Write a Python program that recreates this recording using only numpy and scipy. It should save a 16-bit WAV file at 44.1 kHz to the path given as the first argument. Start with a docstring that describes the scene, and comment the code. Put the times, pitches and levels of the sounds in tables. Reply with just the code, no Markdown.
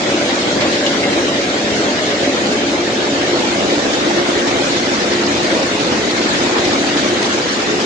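"""A deep, lumpy roar with knocks: stones and wet clay tumbling in a big steel drum washer at a mine.
The load rings the shell; single stones thud in clay or strike bare steel; the ring gear's teeth hum.
Gravel slides and showers on the steel, mud sloshes, and slurry pours from the outlet into a trough.
Outdoors in light wind, the listener on a walkway turns from drum to trough: the splashing comes up."""
import sys
import numpy as np
from scipy import signal
from scipy.fft import rfft, irfft, next_fast_len
from scipy.io import wavfile
from scipy.ndimage import uniform_filter1d

SR = 44100
rng = np.random.default_rng(int(sys.argv[2]) if len(sys.argv) > 2 else 0)


def file_out(sig):
    """Save sig as 16-bit WAV at sys.argv[1]."""
    # one column per channel
    cols = np.atleast_2d(sig).T
    # limit, then scale
    lim = np.clip(cols, -1, 1)
    pcm = np.round(lim * 32767).astype(np.int16)
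    wavfile.write(sys.argv[1], SR, pcm)


N = 346185
TIME_S = np.arange(N) / SR
MIC_LAG_S = 0.0005   # travel time between the two microphones


def from_db(db):
    """Decibels to gain."""
    return 10 ** (np.asarray(db) / 20)


def curves(rows):
    """One curve over time per column after t/s."""
    times_s, *columns = np.transpose(rows)
    return [np.interp(TIME_S, times_s, column) for column in columns]


def unit_rms(x):
    """Scale stereo to a mid rms of 1."""
    return x / np.sqrt(np.mean(x.mean(axis=0) ** 2) + 1e-20)


def evened(x, samples=5000):
    """Hold the running mid rms at 1."""
    power = uniform_filter1d(uniform_filter1d(x.mean(axis=0) ** 2, samples), samples // 2)
    return x / np.sqrt(np.maximum(power, 1e-20))


def drift(rate_hz):
    """Slow random wander, standard deviation 1."""
    r = np.exp(-80 * np.pi * rate_hz / SR)   # pole at SR / 40
    slow = signal.lfilter([1], [1, -2 * r, r * r], rng.standard_normal(N // 40 + 2002))[2000:]
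    return np.interp(np.arange(N) / 40, np.arange(len(slow)), slow / slow.std())


def coloured(x, spectrum):
    """Filter by rows of f/Hz, level/dB; roll off past both ends."""
    size = next_fast_len(N)
    bins_hz = np.maximum(np.arange(size // 2 + 1) * SR / size, 1)
    hz, db = np.transpose(spectrum)
    gain = from_db(np.interp(np.log(bins_hz), np.log(hz), db))
    rolloff = np.minimum(1, hz[-1] / bins_hz) ** 2 * np.minimum(1, bins_hz / hz[0]) ** 2
    return irfft(rfft(x, size) * gain * rolloff, size)[:, :N]


def resonance(x, hz, width_hz):
    """Two-pole resonator, peak gain 1."""
    r = np.exp(-np.pi * width_hz / SR)
    feedback = [1, -2 * r * np.cos(2 * np.pi * hz / SR), r * r]
    return signal.lfilter(np.array([1, 0, -1]) * (1 - r * r) / 2, feedback, x + 1e-18)


def band(x, hz, width_hz):
    """Two equal resonators in series; rms 1."""
    return unit_rms(resonance(resonance(x, hz, width_hz), hz, width_hz))


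def ringing(x, modes):
    """A body's modes in parallel; rms 1."""
    return unit_rms(sum(from_db(db) * resonance(x, hz, width_hz) for hz, width_hz, db in modes))


def flickering(x, depth_db, bins, frames):
    """Time-frequency patches swell and fade independently."""
    cells = signal.stft(x, nperseg=1024, noverlap=768)[2]
    patches = rng.standard_normal(cells.shape[1:])
    patches = uniform_filter1d(uniform_filter1d(patches, bins, axis=0), frames, axis=1)
    gain = from_db(depth_db * np.minimum(patches / patches.std(), 1.3))
    return signal.istft(cells * gain, nperseg=1024, noverlap=768)[1][:, :N]


def impacts(per_s, scatter_db, bearing=0, *, spread):
    """Random clicks of uneven size; each one's direction sets its lag between microphones."""
    chance, size, direction, sign = rng.random((4, N))
    at = np.flatnonzero(chance < per_s / SR)
    level_db = -scatter_db * np.log(np.maximum(size[at], np.exp(-5)))
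    height = from_db(level_db) * np.sign(sign[at] - 0.5)
    side = np.clip(bearing + spread * (2 * direction - 1), -1, 1)[at]
    left_at = (at + np.round(side * MIC_LAG_S * SR).astype(int)) % N
    return np.array([np.bincount(left_at, height, N), np.bincount(at, height, N)])


def burst(t_s, rise_s, fall_s):
    """Envelope of one hit."""
    start = int(t_s * SR)
    age_s = TIME_S[:min(N - start, SR // 2)]
    out = np.zeros(N)
    out[start:start + len(age_s)] = (1 - np.exp(-age_s / rise_s)) * np.exp(-age_s / fall_s)
    return out


def note(t_s, hz, bearing, rise_s, fall_s):
    """A struck, decaying sine at both microphones."""
    start = int(t_s * SR)
    age_s = TIME_S[:min(N - start, SR // 3)]
    mics_s = np.array([age_s - bearing[start] * MIC_LAG_S, age_s])
    out = np.zeros((2, N))
    out[:, start:start + len(age_s)] = np.sin(2 * np.pi * (hz * mics_s + rng.random()))
    return out * burst(t_s, rise_s, fall_s)


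# wind rumble: f/Hz, level/dB
WIND_SPECTRUM = [(15, -4), (60, 8), (110, 11), (250, -2), (800, -42.5)]


def wind():
    """Light gusts buffet each microphone."""
    level_db = -50 + 5 * drift(6.4)
    return from_db(level_db) * unit_rms(coloured(rng.standard_normal((2, N)), WIND_SPECTRUM))


# mud sloshing over: t/s, level/dB, length/s, f/Hz
SLOSHES = [(0.602, -34, 0.11, 820), (3.33, -30, 0.2, 785), (3.736, -35, 0.087, 800),
           (4.358, -25, 0.096, 500), (5.417, -22, 0.25, 519), (5.72, -29, 0.1, 840), (5.897, -34, .1, 810),
           (6.52, -26, 0.22, 630), (6.973, -28, 0.26, 564)]


def sloshes(bearing, gulps_per_s=45):
    """Mud swells and collapses; trapped air pockets gulp at a rising pitch."""
    churn, out = impacts(7000, 0.75, spread=0.45), np.zeros((2, N))
    for t_s, db, length_s, hz in SLOSHES:
        span = slice(int(t_s * SR), int((t_s + length_s) * SR))
        body = band(churn[:, span], hz, 0.44 * hz)
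        out[:, span] += from_db(db) * body * np.sin(np.linspace(0, np.pi, body.shape[1]))
        for progress in rng.random(int(gulps_per_s * length_s)):
            gulp_hz = hz * (1 + 0.45 * (progress - 0.5)) * np.exp(0.2 * rng.standard_normal())
            gulp = note(t_s + progress * length_s, gulp_hz, bearing, rise_s=0.001, fall_s=0.0092)
            out += from_db(db + 4) * gulp
    return out


def slaps(per_band_per_s=11, fall_s=0.012):
    """Clots land with a brief spray of grit, each in its own band from 1.2 to 3 kHz; rms 1."""
    out, decay = 0, np.exp(-1 / (fall_s * SR))
    for hz in np.geomspace(1200, 3000, num=4):
        landings = (rng.random(N) < per_band_per_s / SR) * rng.uniform(0.28, 1, N)
        spray = signal.lfilter([1], [1, -decay], landings + 1e-18)
        grit = impacts(5400, 3.1, spread=0.89) * spray
        out = out + band(grit, hz, 1.42 * hz)
    return unit_rms(out)


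# drops in the trough: f/Hz, level/dB
SPLASH_SPECTRUM = [(300, -10), (800, 10), (1600, 5.5), (2600, -6), (4200, 4.5), (7200, -3), (7800, -11),
                   (9400, -18.5)]


def slurry(level_db):
    """The stream hits the trough in gouts: drops spatter, bubbles ring, clots slap."""
    gouts = from_db(2.7 * drift(20))
    drops = coloured(impacts(6000 * gouts, 1.4, spread=0.99), SPLASH_SPECTRUM)
    spatter = unit_rms(flickering(drops, depth_db=25, bins=15, frames=3))
    bubbles = sum(resonance(impacts(14 * gouts, 2.3, spread=0.89), hz, hz / 45) / hz ** 1.3
                  for hz in np.geomspace(750, 6000, num=30))
    return (spatter + from_db(-4) * unit_rms(bubbles) + from_db(-5.5) * slaps()) * from_db(level_db)


# gravel on steel: f/Hz, level/dB
GRAVEL_SPECTRUM = [(400, -21.5), (800, -0.5), (1050, 0), (1350, 2), (1750, 3.5), (2150, 2.5), (2600, -1),
                   (3600, 0.5), (4500, -2.5), (5400, -4.5), (7400, -8), (7800, -19.5), (8800, -15.5),
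                   (9600, -85)]


def gravel(level_db):
    """Countless wet grains slide over steel."""
    grains = coloured(impacts(25000, 1.8, spread=1.0), GRAVEL_SPECTRUM)
    sliding = evened(flickering(grains, depth_db=3.5, bins=5, frames=8))
    return sliding * from_db(level_db + 0.39 * drift(20))


# wet gravel landing: t/s, level/dB, f/Hz
SHOWERS = [(0.293, -7, 2020), (0.606, -3.5, 2300), (0.722, -5.5, 3600), (0.861, -3.5, 3500),
           (1.026, -11, 2600), (1.13, -5, 1800), (2.055, -8, 4200), (3.211, -7, 1900), (3.929, -6, 4500),
           (4.35, -13, 1900), (4.47, -8.5, 5200), (4.76, -8, 4000), (5.117, -7.5, 1750), (5.5, -6, 1700),
           (5.796, -6.5, 3900), (6.174, -8, 1750), (6.347, -7, 3400), (6.582, -6, 3600), (6.648, -7, 3800),
           (6.707, -8, 1750), (6.81, -14, 1700), (6.97, -6.5, 3820), (7.027, -8, 1750)]


def showers():
    """Each shower of gravel lands as a short clatter in its own band."""
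    grains = coloured(impacts(9000, 0.86, spread=0.91), GRAVEL_SPECTRUM)
    out = np.zeros((2, N))
    for t_s, db, hz in SHOWERS:
        span = slice(int(t_s * SR), int(t_s * SR) + SR // 4)
        clatter = unit_rms(resonance(grains[:, span], hz, 0.95 * hz))
        out[:, span] += from_db(db - 15.5) * clatter * burst(t_s, rise_s=0.0019, fall_s=0.029)[span]
    return out


# gear overtones: multiple of tooth rate, level/dB
GEAR_OVERTONES = [(3, -7.5), (4, -2.5), (5, 3), (6, -5), (7, -10), (8, -7)]
# strain on the teeth: t/s, level/dB
GEAR_STRAIN = [(0, -30), (0.7, -27.5), (0.95, -37.5), (1.15, -22), (1.55, -36), (2.4, -29), (3.33, -24),
               (3.55, -28), (3.9, -31.5), (4.12, -20), (4.4, -26.5), (4.95, -27.5), (5.15, -22.5),
               (5.45, -22.5), (5.75, -32), (6.3, -29.5), (6.45, -18.5), (6.8, -31), (7.1, -21.5),
               (7.58, -34), (7.85, -22.5)]


def gear(bearing, tooth_hz=70.58, motor_hz=97.6):
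    """Motor and meshing teeth hum; the strongest overtone follows the strain, the rest wander."""
    strain_db, = curves(GEAR_STRAIN)
    clock_s = TIME_S + np.cumsum(0.001323 * drift(1.274)) / SR
    mics_s = np.array([clock_s - bearing * MIC_LAG_S, clock_s])
    hum = from_db(-50.5 + 1.6 * drift(2.9)) * np.sin(2 * np.pi * motor_hz * mics_s)
    strongest_db = max(db for _, db in GEAR_OVERTONES)
    for multiple, db in GEAR_OVERTONES:
        level_db = strain_db if db == strongest_db else strain_db.mean() + 5 * drift(3.1)
        load_shake_db = 1.7 * drift(10)
        phase = 2 * np.pi * (multiple * tooth_hz * mics_s + rng.random()) + 0.47 * drift(6.1)
        hum += from_db(level_db + load_shake_db + db - 3.5) * np.sin(phase)
    return np.sqrt(2) * hum


# stones on bare steel: t/s, level/dB, f/Hz
STEEL_KNOCKS = [(0.097, -12.5, 555), (0.208, -10, 577), (0.608, -22, 3740), (0.62, -11, 615),
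                (0.648, -17, 547), (0.824, -11, 587), (0.86, -15.5, 2900), (0.868, -14, 568),
                (1.03, -10.5, 2130), (1.064, -11, 568), (1.171, -17, 486), (1.279, -20, 3150),
                (1.392, -14, 568), (1.883, -11, 594), (2.008, -13, 620), (2.122, -14, 553),
                (2.262, -17.5, 590), (3.608, -18, 573), (3.715, -16, 531), (4.612, -14, 572),
                (6.562, -13, 475), (7.02, -19, 570)]


def steel_knocks(bearing):
    """A stone hits steel with a broad crack: wide plates bong, small stiff parts clack."""
    grit, out = impacts(9000, 0.78, spread=0.39), np.zeros((2, N))
    for t_s, db, hz in STEEL_KNOCKS:
        ring_s = 0.021 * (hz / 1000) ** -0.33
        out += from_db(db) * note(t_s, hz, bearing, rise_s=0.0034, fall_s=ring_s)
        span = slice(int(t_s * SR), int(t_s * SR) + SR // 4)
        crack = band(grit[:, span], hz, 0.85 * hz)
        out[:, span] += from_db(db - 8) * crack * burst(t_s, rise_s=0.0019, fall_s=0.0095)[span]
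    return out


# big stones in clay: t/s, level/dB, f/Hz
CLAY_THUDS = [(0.138, -3.5, 319), (0.645, -3, 320), (1.166, -8, 325), (1.8, -4.5, 329), (2.269, -3, 268),
              (2.51, -6.5, 262), (2.729, -6, 318), (3.33, -4, 346), (3.731, -3.5, 294), (4.068, -3.5, 323),
              (4.168, -8, 337), (5.523, -5, 334), (6.492, -3, 330), (6.673, -7, 293), (6.957, -3.5, 293),
              (7.054, -5.5, 300)]


def clay_thuds(bearing, fall_s=0.022):
    """A heavy stone lands in clay with a dull thud and a hollow note."""
    blows = impacts(6600, 2.8, bearing, spread=0.26)
    dull = evened(resonance(resonance(blows, 410, 380), 370, 450), samples=800)
    out = np.zeros((2, N))
    for t_s, db, hz in CLAY_THUDS:
        out += from_db(db - 13) * dull * burst(t_s, rise_s=0.0031, fall_s=fall_s)
        out += from_db(db - 6) * note(t_s, hz, bearing, rise_s=0.0027, fall_s=fall_s)
    return out


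# tumbling load: t/s, level/dB
LOAD = [(0, -22.5), (0.2, -19.5), (0.35, -22.5), (0.58, -19), (0.9, -20), (1.18, -18.5), (1.55, -21),
        (1.8, -20), (2.15, -21.5), (2.35, -20), (3.7, -19.5), (3.92, -21), (4.08, -20), (5.55, -19.5),
        (5.72, -21), (5.9, -18.5), (6.5, -19.5), (7.05, -20), (7.58, -22.5), (7.85, -19)]
# deep roar, brighter clatter: f/Hz, level/dB
ROAR_SPECTRUM = [(20, -29.5), (45, -30), (70, -16), (110, -12.5), (160, -9.5), (215, -3.5), (290, 1.1),
                 (360, -0.5), (450, -6.5), (600, -17.5), (1200, -44)]
CLATTER_SPECTRUM = [(250, -31.5), (400, -13.5), (490, 5), (580, 3.5), (700, 0), (850, -5.5), (1050, -14),
                    (2000, -41.5)]
# steel modes: f/Hz, width/Hz, level/dB
SHELL_MODES = [(245.1, 6.1, 2), (301.7, 3.7, -2.5), (330.4, 12, -7), (371, 6.8, -2), (434, 10, -4),
               (498, 13, -1.5), (664.6, 7.7, 2.5), (709, 26, -15), (732, 9.3, -3)]
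PLATE_MODES = [(557, 23, -8.5), (572, 18, 0), (590, 6.9, 3)]


def drum(bearing, steel_db):
    """The load slumps in lumps on the shell: a deep roar, a brighter ring, the shell's modes."""
    load_db, = curves(LOAD)
    roar_db = load_db - 1.5
    ring_db = -21.5 + 0.58 * (load_db - load_db.mean()) + 0.21 * steel_db
    tumble = coloured(impacts(3000, 3.7, bearing, spread=0.85), ROAR_SPECTRUM)
    roar = evened(tumble, samples=3600) * from_db(roar_db)
    hits = impacts(2500, 4.53, bearing, spread=0.76)
    shell = evened(ringing(hits, SHELL_MODES), samples=9000) * from_db((roar_db + ring_db) / 2 - 7.5)
    plates = evened(ringing(hits, PLATE_MODES), samples=7000)
    rattle = impacts(4000, 4.2, bearing, spread=0.65)
    clatter = evened(coloured(rattle, CLATTER_SPECTRUM), samples=3000)
    plate_share = np.clip(from_db(2 * steel_db), 0, 0.9)   # falls as the listener turns away
    ring = (np.sqrt(plate_share) * plates + np.sqrt(1 - plate_share) * clatter) * from_db(ring_db - 2)
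    lumps = from_db(0.57 * drift(12))
    return (roar + ring + shell) * lumps


# gravel and slurry flow: t/s, level/dB
FLOW = [(0, -24.5), (1.05, -24.5), (1.25, -25), (2.1, -24.5), (2.8, -25.5), (3.3, -24.5), (3.8, -25),
        (4.5, -24.5), (6.05, -25), (6.3, -24), (7.85, -25.5)]
# listener's turn: t/s, drum bearing (-1 left, 1 right), splash level/dB re flow, steel level/dB
TURN = [(0, -.2, -22, -4.5), (2.4, -0.078, -34, -5), (4, 0.52, -8.5, -5), (5.5, 0.38, -8, -16),
        (7.85, 0.51, -6.5, -16)]


def scene():
    """Wind, washer and outflow, heard by the turning listener."""
    bearing, splash_db, steel_db = curves(TURN)
    flow_db = curves(FLOW)[0] + 1.6
    air = wind()
    machine = drum(bearing, steel_db) + clay_thuds(bearing) + steel_knocks(bearing) + gear(bearing)
    return air + machine + gravel(flow_db) + showers() + slurry(flow_db + splash_db) + sloshes(bearing)


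def record(dry, balance_db=0.21, ceiling=0.85, cutoff_hz=9600):
    """Left microphone slightly more sensitive; peaks rounded, top cut."""
    sound = dry * from_db([[balance_db], [-balance_db]])
    rounded = sound / (1 + (sound / ceiling) ** 6) ** (1 / 6)
    lowpass = signal.ellip(10, 0.1, 80, cutoff_hz, fs=SR, output="sos")
    return signal.sosfilt(lowpass, rounded)


dry = scene()
out = record(dry)
file_out(out)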